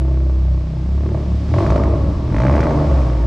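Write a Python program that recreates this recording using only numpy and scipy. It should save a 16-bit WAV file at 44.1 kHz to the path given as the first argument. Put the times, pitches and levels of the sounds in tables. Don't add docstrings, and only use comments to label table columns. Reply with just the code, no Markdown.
import sys
import numpy as np
from scipy import signal
from scipy.fft import rfft, irfft
from scipy.io import wavfile

SR = 44100
rng = np.random.default_rng(int(sys.argv[2]) if len(sys.argv) > 2 else 0)


def inscribe(sig):
    pcm = np.round(np.clip(np.atleast_2d(sig).T, -1, 1) * 32767)
    wavfile.write(sys.argv[1], SR, pcm.astype(np.int16))


N = 143766
RUN_IN = SR
TIME_S = np.arange(-RUN_IN, N) / SR

# freq_hz, gain_db
SIDE_SPECTRUM = [(125, -25.5), (250, -23), (700, -7.5), (12000, -7)]
# freq_hz, t60_s
GARAGE_DECAY = [(100, 4.45), (600, 2.14), (1500, 2.5), (4000, 0.37), (10000, 1)]
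# time_s, level_db
HISS_LEVEL = [(0, -46.5), (.8, -45.5), (1.45, -42), (1.62, -35.5), (1.85, -41.5), (2.25, -42.5),
              (2.5, -38.5), (3.0, -38.5), (3.26, -42.5)]
# freq_hz, relative_db
HISS_SPECTRUM = [(400, 12.5), (3000, 0), (5300, -2.5), (6500, -9.5), (8000, -13.5), (9000, -22),
                 (12000, -27), (15000, -57.5)]
# time_s, level_db
RUMBLE_LEVEL = [(0, -45), (.8, -40), (1.45, -31), (1.65, -21), (2.6, -26), (2.77, -20), (2.95, -28),
                (3.26, -28)]
# freq_hz, relative_db
RUMBLE_SPECTRUM = [(20, -16.5), (45, 3), (68, 3.5), (110, -5.5), (200, -11.5), (300, -4.5), (900, -74)]
# pitch_hz, gain_db
STANDING_WAVES = [(105, -14.5), (119, 3.5), (153, -1.5), (231, -14), (307, -7.5), (377, -10.5)]
# time_s, level_db
ROOM_MODE_LEVEL = [(1.4, -50), (1.62, -23.5), (1.85, -15.5), (2.35, -27.5), (2.6, -16), (3.26, -45.5)]
# time_s, firing_hz
FIRING_RATE = [(0, 32.68), (.25, 32.48), (.75, 31.34), (1.08, 36.27), (1.28, 34.39), (1.48, 35.6),
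               (1.6, 48.89), (1.72, 53.68), (1.95, 48.25), (2.2, 40.95), (2.3, 42.46), (2.45, 63.76),
               (2.6, 78.95), (2.7, 76.66), (2.85, 72.07), (3.0, 64.5), (3.09, 59.5), (3.26, 56.5)]
# time_s, level_db
ORDER1_LEVEL = [(0, -49), (.8, -35.5), (1.5, -37), (2.25, -28.5), (2.52, -8.5), (2.63, -30.5), (2.72, -38),
                (2.88, -12), (3.0, -11.5), (3.11, -17), (3.26, -13.5)]
# time_s, level_db
ORDER2_LEVEL = [(0, -15), (.52, -13.5), (.73, -25), (.97, -15), (1.22, -23.5), (1.35, -14.5), (1.44, -24.5),
                (1.53, -13.5), (2.25, -27.5), (2.44, -12.5), (2.58, -51), (2.77, -15.5), (2.95, -47.5),
                (3.26, -20.5)]
# time_s, level_db
DRONE_LEVEL = [(0, -34.5), (.6, -33.5), (1.2, -26), (1.5, -30), (1.7, -20), (2.2, -30.5), (2.55, -16),
               (2.85, -21.5), (3.05, -32), (3.26, -31)]
# freq_hz, gain_db
DRONE_SPECTRUM = [(95, -7.5), (128, -6.5), (200, -2), (255, -18), (290, -9), (400, -21.5), (700, -50.5)]
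# time_s, order5_db, order10_db
IDLE_HUM = [(0, -38, -32), (.27, -33.5, -31.5), (.45, -36, -54), (.85, -30.5, -67), (1.2, -65, -70)]
# start_s, level_db
CHUFFS = [(1.059, -24), (1.564, -21.5), (1.609, -18.5)]
# time_s, thump_db, bark_db, crack_db
PULSE_LEVELS = [(0, -24, -39, -51.5), (.4, -28.5, -43, -64.5), (.88, -30.5, -42.5, -59.5),
                (1.12, -16.5, -36, -50), (1.42, -42, -45.5, -63), (1.5, -19, -36, -59),
                (1.58, -18, -23, -39), (1.78, -23, -24, -46), (1.95, -17.5, -38, -53.5),
                (2.1, -41.5, -54, -61), (2.28, -21.5, -38, -53.5), (2.4, -18, -20.5, -32.5),
                (2.62, -29.5, -20.5, -33.5), (2.72, -18, -23, -44.5), (2.85, -27.5, -28, -43.5),
                (3.02, -27.5, -31.5, -47), (3.26, -22.5, -40, -50)]
# time_s, bark_offset_db, crack_offset_db
UNEVEN_FIRINGS = [(.172, -0.5, 4.5), (.295, 7.5, 3.5), (.482, 3.5, 8), (1.145, 9, -1), (1.539, 8.5, 11.5),
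                  (1.584, 3.5, 8), (1.664, 3, 8), (1.683, -13.5, -19), (1.702, 5, 13), (1.722, 6.5, 5),
                  (1.74, -11.5, -14), (1.759, 7, 12.5), (1.779, 0, 8.5), (1.798, 4, 0.5), (1.836, 1, 13),
                  (1.936, 11, 6.5), (2.346, 4.5, 5), (2.364, 3, 4.5), (2.402, -0.5, 1.5), (2.604, -9, 6.5),
                  (2.63, 0.5, 5.5), (2.669, 3, 4), (2.682, -3, -9), (2.707, 5, 9.5)]
# freq_hz, relative_db
THUMP_SPECTRUM = [(50, -41.5), (85, -9.5), (115, 8.5), (160, -6.5), (200, -5.5), (255, -18.5), (315, -6),
                  (380, -15), (450, -19), (800, -61), (14000, -115)]
BARK_SPECTRUM = [(220, -14.5), (300, 0.5), (370, -7), (440, -8), (510, -9.5), (570, -2.5), (640, -1.5),
                 (750, -13.5), (895, -9), (1000, -17), (1100, -10), (1400, -29.5), (2500, -56.5),
                 (14000, -90.5)]
CRACK_SPECTRUM = [(500, 0), (1000, 4), (1350, 7.5), (1750, 5), (2350, 2), (2900, -12.5), (5500, -32.5),
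                  (8000, -38.5), (12000, -43), (15000, -69)]
SPIT_SPECTRUM = [(2000, -1.5), (3500, 1), (5800, -1), (8000, -13), (12000, -37), (15000, -46.5)]


def amp(db):
    return 10 ** (np.asarray(db) / 20)


def in_time(rows):
    times_s, *columns = np.transpose(rows)
    return [np.interp(TIME_S, times_s, column) for column in columns]


def at_hz(points, hz):
    freq_hz, value = np.transpose(points)
    return np.interp(np.log(hz + 1e-3), np.log(freq_hz), value)


def bins_hz(size):
    return np.arange(size // 2 + 1) * SR / size


def convolve(x, response):
    return signal.fftconvolve(x, response)[:len(x)]


def minimum_phase(spectrum, size=16384):
    cepstrum = irfft(np.log(amp(at_hz(spectrum, bins_hz(size)))))
    cepstrum[1:size // 2] *= 2
    cepstrum[size // 2 + 1:] = 0
    return irfft(np.exp(rfft(cepstrum)))


def colour(x, spectrum):
    response = minimum_phase(spectrum)
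    return convolve(x, response / np.linalg.norm(response))


def spread(mid, side):
    return mid + convolve(side, minimum_phase(SIDE_SPECTRUM)) * np.array([[1], [-1]])


def order(firings, k):
    return np.sqrt(2) * np.sin(2 * np.pi * k * firings)


def garage_tail(size=65536, delay_s=.0042, build_up_s=.0065):
    t = np.arange(size) / SR
    white = rfft(rng.standard_normal(size))
    octave = np.round(np.log2(np.maximum(bins_hz(size), 100)))
    tail = sum(irfft(white * (octave == k)) * amp(-60 * t / at_hz(GARAGE_DECAY, 2 ** k))
               for k in np.unique(octave))
    onset = np.clip((t - delay_s) / build_up_s, 0, 1)
    return tail * onset / np.sqrt(SR / 10)


def rumble_and_hiss():
    (rumble_db,), (hiss_db,) = in_time(RUMBLE_LEVEL), in_time(HISS_LEVEL)
    mid, side = [amp(rumble_db) * colour(low, RUMBLE_SPECTRUM)
                 + amp(hiss_db) * colour(high, HISS_SPECTRUM)
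                 for low, high in rng.standard_normal((2, 2, len(TIME_S)))]
    return spread(mid, side)


def standing_waves(firings, width_hz=2.35):
    level_db, = in_time(DRONE_LEVEL)
    drive = amp(level_db) * sum(order(firings, k) for k in range(2, 6))
    radius = np.exp(-np.pi * width_hz / SR)
    waves = 0
    for hz, db in STANDING_WAVES:
        feedback = [1, -2 * radius * np.cos(2 * np.pi * hz / SR), radius ** 2]
        waves += amp(db) * signal.lfilter([1, 0, -1], feedback, drive)
    return (1 - radius) * waves


def room_mode(pitch_hz=66.8):
    level_db, = in_time(ROOM_MODE_LEVEL)
    return np.sqrt(2) * amp(level_db) * np.sin(2 * np.pi * pitch_hz * TIME_S)


def boom(firings):
    (first_db,), (second_db,) = in_time(ORDER1_LEVEL), in_time(ORDER2_LEVEL)
    return amp(first_db) * order(firings + .25, 1) - amp(second_db) * order(firings, 2)


def idle_hum(firings):
    fifth_db, tenth_db = in_time(IDLE_HUM)
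    pair = order(firings, 10) + amp(5) * order(firings, 4)
    return amp(fifth_db) * order(firings, 5) + amp(tenth_db) * pair


def drone(firings, firing_hz):
    level_db, = in_time(DRONE_LEVEL)
    orders = sum(amp(at_hz(DRONE_SPECTRUM, k * firing_hz)) * order(firings, k) for k in range(3, 13))
    return amp(level_db) * orders


def chuffs(modes_hz=(334.2, 370.7), t60_s=.34):
    slugs = np.zeros(len(TIME_S))
    for start_s, db in CHUFFS:
        slugs[RUN_IN + int(start_s * SR)] = amp(db)
    t = np.arange(SR) / SR
    ring = amp(-60 * t / t60_s) * sum(np.sin(2 * np.pi * hz * t) for hz in modes_hz)
    return convolve(slugs, ring)


def puffs(firings, spectrum, level_db, pop_db, scatter_db, noise_share, puff_s, jitter_s):
    starts = np.flatnonzero(np.diff(np.floor(firings)) > 0)
    level_draw, time_draw = rng.standard_normal((len(starts), 2)).T
    pulse_db = level_db[starts] + scatter_db * level_draw
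    for (time_s, *_), offset_db in zip(UNEVEN_FIRINGS, pop_db):
        nearest = np.argmin(abs(TIME_S[starts] - time_s))
        pulse_db[nearest] = level_db[starts[nearest]] + offset_db
    jittered = np.clip(starts + (jitter_s * SR * time_draw).astype(int), 0, len(TIME_S) - 1)
    clicks = np.zeros(len(TIME_S))
    clicks[jittered] = amp(pulse_db) * np.sqrt(np.gradient(starts))
    decay = np.exp(-2 / (puff_s * SR))
    envelope = np.sqrt(signal.lfilter([1 - decay], [1, -decay], clicks ** 2 + 1e-18))
    burst = envelope * rng.standard_normal(len(TIME_S))
    return colour(np.sqrt(noise_share) * burst - np.sqrt(1 - noise_share) * clicks, spectrum)


def exhaust(firings, spit_lag_s=.0016):
    thump_db, bark_db, crack_db = in_time(PULSE_LEVELS)
    _, bark_pop_db, crack_pop_db = np.transpose(UNEVEN_FIRINGS)
    thump = puffs(firings, THUMP_SPECTRUM, thump_db - 1, .1 * bark_pop_db,
                  scatter_db=.55, noise_share=.03, puff_s=.012, jitter_s=.00005)
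    bark = puffs(firings, BARK_SPECTRUM, bark_db, bark_pop_db,
                 scatter_db=1.1, noise_share=.4, puff_s=.0081, jitter_s=.0001)
    crack = puffs(firings, CRACK_SPECTRUM, crack_db, crack_pop_db,
                  scatter_db=1.1, noise_share=.25, puff_s=.004, jitter_s=.0001)
    delayed = np.interp(TIME_S - spit_lag_s, TIME_S, firings)
    spit_db = 1.27 * crack_db - 7.5
    spit = puffs(delayed, SPIT_SPECTRUM, spit_db, 1.53 * crack_pop_db,
                 scatter_db=2.5, noise_share=1, puff_s=.0049, jitter_s=.0011)
    to_walls = amp(-3.5) * thump + amp(-2.5) * bark + amp(-8) * crack
    walls = spread(convolve(to_walls, garage_tail()), convolve(to_walls, garage_tail()))
    return thump + bark + crack + spit + walls


def scene(first_firing_s=.0196):
    firing_hz, = in_time(FIRING_RATE)
    firings = np.cumsum(firing_hz) / SR
    firings -= np.interp(first_firing_s, TIME_S, firings)
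    room = standing_waves(firings) + room_mode()
    tones = boom(firings) + idle_hum(firings) + drone(firings, firing_hz)
    return (exhaust(firings) + chuffs() + tones + room + rumble_and_hiss())[:, RUN_IN:]


def record(dry, ceiling=1.2, cutoff_hz=14200):
    lowpass = signal.cheby2(12, 70, cutoff_hz, fs=SR, output="sos")
    return signal.sosfilt(lowpass, ceiling * np.tanh(dry / ceiling))


dry = scene()
out = record(dry)
inscribe(out)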